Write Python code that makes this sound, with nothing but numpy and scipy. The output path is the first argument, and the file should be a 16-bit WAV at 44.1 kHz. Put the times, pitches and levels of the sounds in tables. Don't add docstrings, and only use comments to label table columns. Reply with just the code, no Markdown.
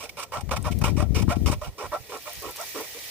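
import sys
import numpy as np
from scipy import signal
from scipy.fft import rfft, irfft
from scipy.io import wavfile
from scipy.ndimage import uniform_filter1d

SR = 44100
rng = np.random.default_rng(int(sys.argv[2]) if len(sys.argv) > 2 else 0)


def volts_from_decibels(level):
    exponent = np.asarray(level, float) / 20
    return 10 ** exponent


def wav_out(sig):
    wavfile.write(sys.argv[1], SR, np.round(np.clip(np.atleast_2d(sig).T, -1, 1) * 32767).astype(np.int16))


N = 136710
T = np.arange(N) / SR

# [Hz, dB]
LEFT_SHADE = [(300, 2.5), (700, -3.5), (1290, -3.5), (2380, -2), (4400, -1.5), (8120, -1.5), (12000, -0.5),
              (15000, -3)]


def unit(x):
    return x / np.sqrt(np.mean(x ** 2))


def noise():
    return rng.standard_normal(N)


def ring(x, hz, width_hz):
    b, a = signal.iirpeak(min(hz, .45 * SR), hz / max(width_hz, 5), SR)
    return signal.lfilter(b, a, x)


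def colour(x, points, turn=((0, 0), (1, 0))):
    point_hz, point_db = np.array(points).T
    turn_hz, turn_rad = np.array(turn).T
    f = np.maximum(np.fft.rfftfreq(N, 1 / SR), 1)
    gain = volts_from_decibels(np.interp(np.log(f), np.log(point_hz), point_db, left=-70))
    return irfft(rfft(x) * gain * np.exp(1j * np.interp(f, turn_hz, turn_rad)), N)


def walk(rate):
    k = int(SR / rate)
    held = np.repeat(rng.standard_normal(N)[:N // k + 1], k)
    slewed = uniform_filter1d(uniform_filter1d(held, k), k)
    return unit(slewed[:N])


def curve(rows):
    return volts_from_decibels(np.interp(T, *np.array(rows).T))


def stroke(start, length, arch=0.44, fade_db=-3):
    bite_s, let_go_s = .002, .011
    travel = np.clip((T - start) / length, 0, 1)
    bite = np.clip((T - start) / bite_s, 0, 1)
    shape = bite * (1 - arch + arch * np.sin(np.pi * travel)) * volts_from_decibels(fade_db * travel)
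    return shape * np.exp(-np.clip((T - start - length) / let_go_s, 0, 50))


def body(x, e, modes):
    patchy_db = 1.8
    steady_and_played = np.array([x, x * e])
    out = 0
    for k, (hz, width_hz, db) in enumerate(modes):
        swell = volts_from_decibels(db + patchy_db * walk(45.07))
        out = out + (-1) ** k * swell * ring(steady_and_played, hz, width_hz) / np.sqrt(width_hz)
    return out[1] / out[0].std()


def saw():
    # [s, s, dB, dB, Hz]
    pulls = [
        (-.01, 0.075, -40, -38, 479.7),
        (.318, 0.074, -28, -37, 481.1),
        (0.64, 0.052, -28, -36.5, 520),
        (0.964, 0.072, -29, -34.5, 481),
        (1.287, 0.051, -24.5, -32, 569.4),
        (1.612, 0.073, -38, -39, 560),
        (1.914, 0.055, -26, -41.5, 542.7),
        (2.253, 0.048, -37.5, -42, 520),
        (2.572, 0.067, -35.5, -40, 520),
        (2.94, 0.05, -58, -68, 393),
    ]
    # [s, s, dB, dB, dB]
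    pushes = [(.03, 0.029, -55, -43, -42), (2.947, 0.046, -63, -66, -45), (0.168, 0.068, -34.5, -34, -47.5),
              (0.508, 0.035, -25, -28, -40.5), (0.837, 0.065, -31, -29.5, -41.5),
              (1.144, 0.064, -31.5, -28, -32.5), (1.458, 0.046, -27, -27, -39.5),
              (1.513, 0.021, -27, -28, -34), (1.779, 0.086, -33, -38, -39.5),
              (2.091, 0.031, -45.5, -41, -45), (2.117, 0.055, -34.5, -39, -39),
              (2.419, 0.091, -38.5, -41.5, -39.5), (2.745, 0.081, -35, -41.5, -35)]
    # [s, dB, dB, s]
    snags = [(0.09, -49.5, -35, 0.012), (.224, -39, -34.5, 0.019), (0.406, -40, -31, 0.01),
             (0.488, -26, -43, 0.0071), (0.559, -30.5, -30, 0.022), (0.581, -49, -64, 0.061),
             (0.71, -42.5, -33.5, 0.024), (0.811, -26.5, -31.5, 0.018), (0.836, -21.5, -26, 0.0092),
             (1.218, -31, -28.5, .016), (1.276, -30, -45, .0085), (1.354, -43, -41, 0.019),
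             (1.611, -31, -61, 0.012), (1.771, -45.5, -70, .008), (1.83, -36, -63, 0.028),
             (2.831, -45.5, -47, .031)]
    # [Hz, Hz, dB]
    pipe_modes = [(490, 320, -5.5), (603.5, 26.6, 1.5), (695, 25, -2), (752, 122, -2), (971, 107, 3.5),
                  (1105, 58, 3), (1342, 29, 2.5), (1915, 36, -4.5)]
    # [Hz, Hz, dB per Hz]
    blade_rows = [(2318, 198, -3.5), (2980, 310, -9), (3570, 340, -11), (5460, 1160, -16),
                  (8500, 1020, -13.5), (12200, 10100, -26), (15500, 670, -21.5)]
    tooth_hz, tooth_jitter, tooth_scatter_db, chatter_db = 460, .35, 2.5, 1.2
    pull_gain_hz_per_s, pull_jitter, pull_thud_db = 4000, .075, -17
    thud_hz, thud_width_hz = 388, 283
    grit_share, rasp_apart = .6, .6

    pipe, rasp, thud = np.zeros(N), np.zeros(N), np.zeros(N)
    wobble = walk(500)
    rate = tooth_hz * np.exp(tooth_jitter * wobble)
    for start, length, pipe_db, rasp_db, thud_db in pushes:
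        e = stroke(start, length)
        pipe += volts_from_decibels(pipe_db) * e
        rasp += volts_from_decibels(rasp_db) * e
        thud += volts_from_decibels(thud_db) * e
    for start, length, pipe_db, rasp_db, first_hz in pulls:
        e = stroke(start, length, arch=.6, fade_db=-2)
        pipe += volts_from_decibels(pipe_db) * e
        rasp += volts_from_decibels(rasp_db) * e
        thud += volts_from_decibels(pipe_db + pull_thud_db) * e
        quickening = first_hz + pull_gain_hz_per_s * np.minimum(T - start, length)
        rate = np.where(e > .01, quickening * np.exp(pull_jitter * wobble), rate)
    for start, pipe_db, rasp_db, length in snags:
        e = stroke(start, length) ** 2
        pipe += volts_from_decibels(pipe_db) * e
        rasp += volts_from_decibels(rasp_db) * e

    phase = np.cumsum(rate) / SR
    hits = np.diff(np.floor(phase), prepend=0)
    hits = hits * volts_from_decibels(tooth_scatter_db * noise() + chatter_db * walk(90))
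    scrape = (0.46 + np.exp(-(phase % 1) / 0.68)) * volts_from_decibels(2.0 * walk(160))
    teeth = unit(hits - uniform_filter1d(hits, 200)) + grit_share * unit(noise() * scrape)

    steep = signal.butter(2, [350, 1500], "bandpass", fs=SR, output="sos")
    pipe_ring = 1.294 * signal.sosfilt(steep, body(teeth, pipe, pipe_modes))
    mud = thud * unit(ring(ring(teeth, thud_hz, thud_width_hz), thud_hz, thud_width_hz))
    blade_modes = [(hz, w, db + 10 * np.log10(w)) for hz, w, db in blade_rows]

    def blade():
        return body(noise() * scrape, rasp, blade_modes)

    shared = pipe_ring + np.sqrt(1 - rasp_apart) * blade() + mud
    return shared, np.sqrt(rasp_apart) * np.array([blade(), blade()])


def spray():
    # [Hz, dB per Hz]
    spray_colour = [(600, -8.5), (1500, -20), (2300, -8.5), (3300, -8.5), (5500, -7), (9200, -13.5),
                    (14900, -9), (16000, -9)]
    # [Hz, Hz, dB]
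    hollow = [(1920, 180, -13.5), (2334, 67, -16.5), (5600, 2700, -36)]
    drops_per_s, drop_db, drop_scatter_db, flicker_db = 2500, -5, 4, 1.8
    landed = rng.random(N) < drops_per_s / SR
    drop_size = volts_from_decibels(drop_scatter_db * np.minimum(rng.exponential(size=N), 4))
    drops = landed * drop_size * np.sign(noise())
    source = noise() + volts_from_decibels(drop_db) * unit(drops)
    jet = 0
    for k, hz in enumerate(700 * 2 ** np.arange(0, 4.7, .3)):
        band = ring(ring(source, hz, hz / 3), hz, hz / 3)
        jet = jet + (-1) ** k * volts_from_decibels(flicker_db * walk(60)) * band
    hiss = unit(colour(jet, spray_colour))
    return unit(hiss + sum(volts_from_decibels(db) * unit(ring(jet, hz, w)) for hz, w, db in hollow))


def water_flow():
    # [s, dB]
    pressure = [(0, -50), (.3, -57), (.6, -52), (.8, -51), (1.1, -54), (1.4, -49), (1.75, -54.5),
                (1.9, -46.5), (2.1, -47.5), (2.3, -40), (2.5, -40.5), (2.54, -41), (2.65, -37),
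                (2.9, -37.5), (3.1, -35.5)]
    surge_db = .8
    return curve(pressure) * volts_from_decibels(surge_db * walk(9.15))


def open_air():
    # [Hz, dB per Hz]
    air_colour = [(30, -37), (100, -10.5), (220, -14.5), (510, -5.5), (750, -14.5), (1350, -20.5),
                  (1600, -29), (2500, -49)]
    alike = unit(colour(noise(), air_colour + [(5000, -75)]))
    own = np.array([unit(colour(noise(), air_colour + [(5000, -60)])) for _ in range(2)])
    return volts_from_decibels(-57) * (alike + .5 * own)


def buffet():
    # [Hz, dB per Hz]
    gust_colour = [(15, -32), (25, -16.5), (54, 2), (82, 5.5), (184, -7.5), (246, -13.5), (436, -24.5),
                   (700, -31.5), (910, -45), (1540, -120)]
    buffet_db, buffet_per_s, skew, even_s = 3.5, 40, .16, 0.0525
    x = unit(colour(noise() * volts_from_decibels(buffet_db * walk(buffet_per_s)), gust_colour))
    x = x / np.sqrt(uniform_filter1d(x ** 2, int(even_s * SR)))
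    return unit(x - skew * (x ** 2 - 1))


def puffs(rows):
    return sum(volts_from_decibels(db) * np.sin(np.pi * np.clip((T - s) / length, 0, 1)) ** 2 for s, length, db in rows)


def wind():
    # [s, dB]
    left_gust = [(0.25, -65.5), (0.43, -34.5), (0.62, -31.5), (0.78, -26.5), (0.9, -25), (1.06, -25.5),
                 (1.18, -24.5), (1.294, -25), (1.33, -33), (1.42, -24.5), (1.478, -21.5), (1.65, -54),
                 (1.69, -34.5), (1.72, -80)]
    # [s, s, dB]
    left_puffs = [
        (1.84, 0.052, -44),
        (2.14, 0.067, -63),
        (2.35, 0.083, -47.5),
        (2.43, 0.11, -49),
    ]
    # [s, s, dB]
    right_puffs = [(.72, 0.26, -40), (1.0, 0.39, -38), (1.37, 0.069, -31), (1.545, 0.059, -29),
                   (1.615, 0.029, -28.5), (1.665, 0.031, -23), (1.705, 0.042, -45), (1.8, .15, -39.5),
                   (1.96, 0.099, -42), (2.34, 0.091, -43), (2.42, 0.1, -47), (2.7, 0.23, -78)]
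    # [s, dB]
    pop_rows = [(0.709, -23), (0.7774, -27), (0.8258, -26), (0.8417, -19.5), (0.8928, -21.5),
                (0.9172, -19.5), (0.9556, -20), (0.975, -16), (1.0008, -19.9), (1.0259, -17.5),
                (1.1067, -19), (1.1298, -24), (1.1755, -18), (1.2099, -17.5), (1.226, -20.5), (1.2508, -21),
                (1.2823, -14.5), (1.3036, -22.5), (1.3688, -15.5), (1.4166, -20.5), (1.4354, -21),
                (1.4507, -26), (1.4762, -17.5), (1.4997, -15.5)]
    pop_s = 0.0011
    left_level = 2 * curve([(.15, -58.5)] + left_gust + [(1.74, -90)]) + puffs(left_puffs)
    pops = 0
    for start, db in pop_rows:
        u = (T - start - pop_s) / pop_s
        pops = pops + 2 * volts_from_decibels(db) * (u ** 2 - 1) * np.exp(-u ** 2 / 2)
    left = left_level * buffet() + pops
    right_rumble = unit(colour(buffet(), [(20, -7.5), (130, -16.0), (300, -28)]))
    return np.array([left, (puffs(right_puffs) + volts_from_decibels(-57)) * right_rumble])


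def catches():
    # [s, dB]
    knocks = [(0.182, -26), (0.231, -26.5), (0.331, -48), (0.371, -20), (.493, -23.5), (.513, -16),
              (.517, -14.5), (0.521, -31), (.567, -19), (.654, -28), (0.686, -26.5), (.818, -30),
              (.844, -16), (.857, -19), (1.005, -18), (1.027, -22), (1.151, -33), (1.307, -16.5),
              (1.312, -20), (1.461, -32), (1.487, -23.5), (1.518, -22), (1.862, -29), (1.922, -28),
              (2.121, -31), (2.559, -35), (2.76, -34), (2.786, -36), (2.945, -43)]
    knock_hz, decay_s, grit_db = 1110, 0.0017, -9
    grit = volts_from_decibels(grit_db) * unit(ring(noise(), 2100, 2200))
    out = 0
    for start, db in knocks:
        since = np.maximum(T - start, 0)
        tone = np.sin(2 * np.pi * knock_hz * since)
        out = out + volts_from_decibels(db) * (T > start) * np.exp(-since / decay_s) * (tone + grit)
    return out


def spits():
    # [s, dB, Hz, Hz]
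    spit_rows = [(0.626, -36.5, 8500, 1000), (0.7874, -34.5, 10110, 8000), (2.1723, -40.5, 7080, 3000),
                 (2.223, -43, 14000, 5000), (2.2939, -40, 5600, 3010), (2.332, -34, 12800, 4000),
                 (2.3526, -38, 5130, 3000), (2.398, -40, 10760, 4985), (2.421, -35.5, 12100, 5980),
                 (2.5087, -36, 12100, 3000), (2.56, -30.5, 10510, 11950), (2.5671, -33.5, 5900, 8000),
                 (2.612, -32.5, 8460, 2990), (2.6903, -35, 14500, 4000), (2.7756, -41, 8400, 3995),
                 (2.808, -33, 13000, 8000), (2.9876, -37, 5127, 2500)]
    rise_s, decay_s = .0005, 0.0033
    x = noise()
    out = 0
    for start, db, hz, width_hz in spit_rows:
        since_peak = T - start - .001
        burst = np.exp(-np.abs(since_peak) / np.where(since_peak < 0, rise_s, decay_s))
        out = out + volts_from_decibels(db) * burst * unit(ring(x, hz, width_hz))
    return out


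def ports(x, shade):
    # [s, dB, dB]
    echoes = [
        (.0011, -19, -20.5),
        (.0023, -12.5, -7.5),
        (.0041, -13.5, -11),
    ]
    # [Hz, radians]
    left_turn = [(0, 1), (1890, -0.76), (2580, 1.25), (4650, -3), (7400, -4.), (9000, -5), (16300, -13.5)]

    def late(s):
        return np.concatenate([np.zeros(int(s * SR)), x])[:N]

    left = x + sum(volts_from_decibels(left_db) * late(s) for s, left_db, right_db in echoes)
    right = x - sum(volts_from_decibels(right_db) * late(1.3 * s) for s, left_db, right_db in echoes)
    return np.array([colour(colour(left, shade), [(20, 0)] + LEFT_SHADE, left_turn), right])


def scene():
    # [Hz, dB]
    saw_rows = [(1500, -0.5), (2400, -4.5), (3400, -13.5), (5000, 4), (7400, 2), (8700, -13), (11500, 2),
                (15000, 3)]
    saw_shade = [(20, 0)] + saw_rows
    spray_apart = 0.76
    flow = water_flow()
    cut, rasps = saw()
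    rasps = np.array([colour(rasps[0], saw_shade), rasps[1]])
    loose = rasps + np.array([spray(), spray()]) * flow * np.sqrt(spray_apart)
    loose = np.array([colour(loose[0], [(20, 0.028)] + LEFT_SHADE), loose[1]])
    sawing = ports(cut + catches(), saw_shade)
    shared_spray = ports(spray() * flow * np.sqrt(1 - spray_apart), [(20, 0), (SR, 0)])
    return sawing + spits() + shared_spray + loose + wind() + open_air()


def band_limit(x):
    return signal.sosfilt(signal.butter(12, 16200, fs=SR, output="sos"), x)


def record(dry):
    wet = signal.sosfilt(signal.butter(4, 38, "high", fs=SR, output="sos"), dry)
    wet = signal.sosfilt(signal.ellip(10, .2, 70, 15450, fs=SR, output="sos"), wet)
    return band_limit(wet)


dry = scene()
out = record(dry)
wav_out(out)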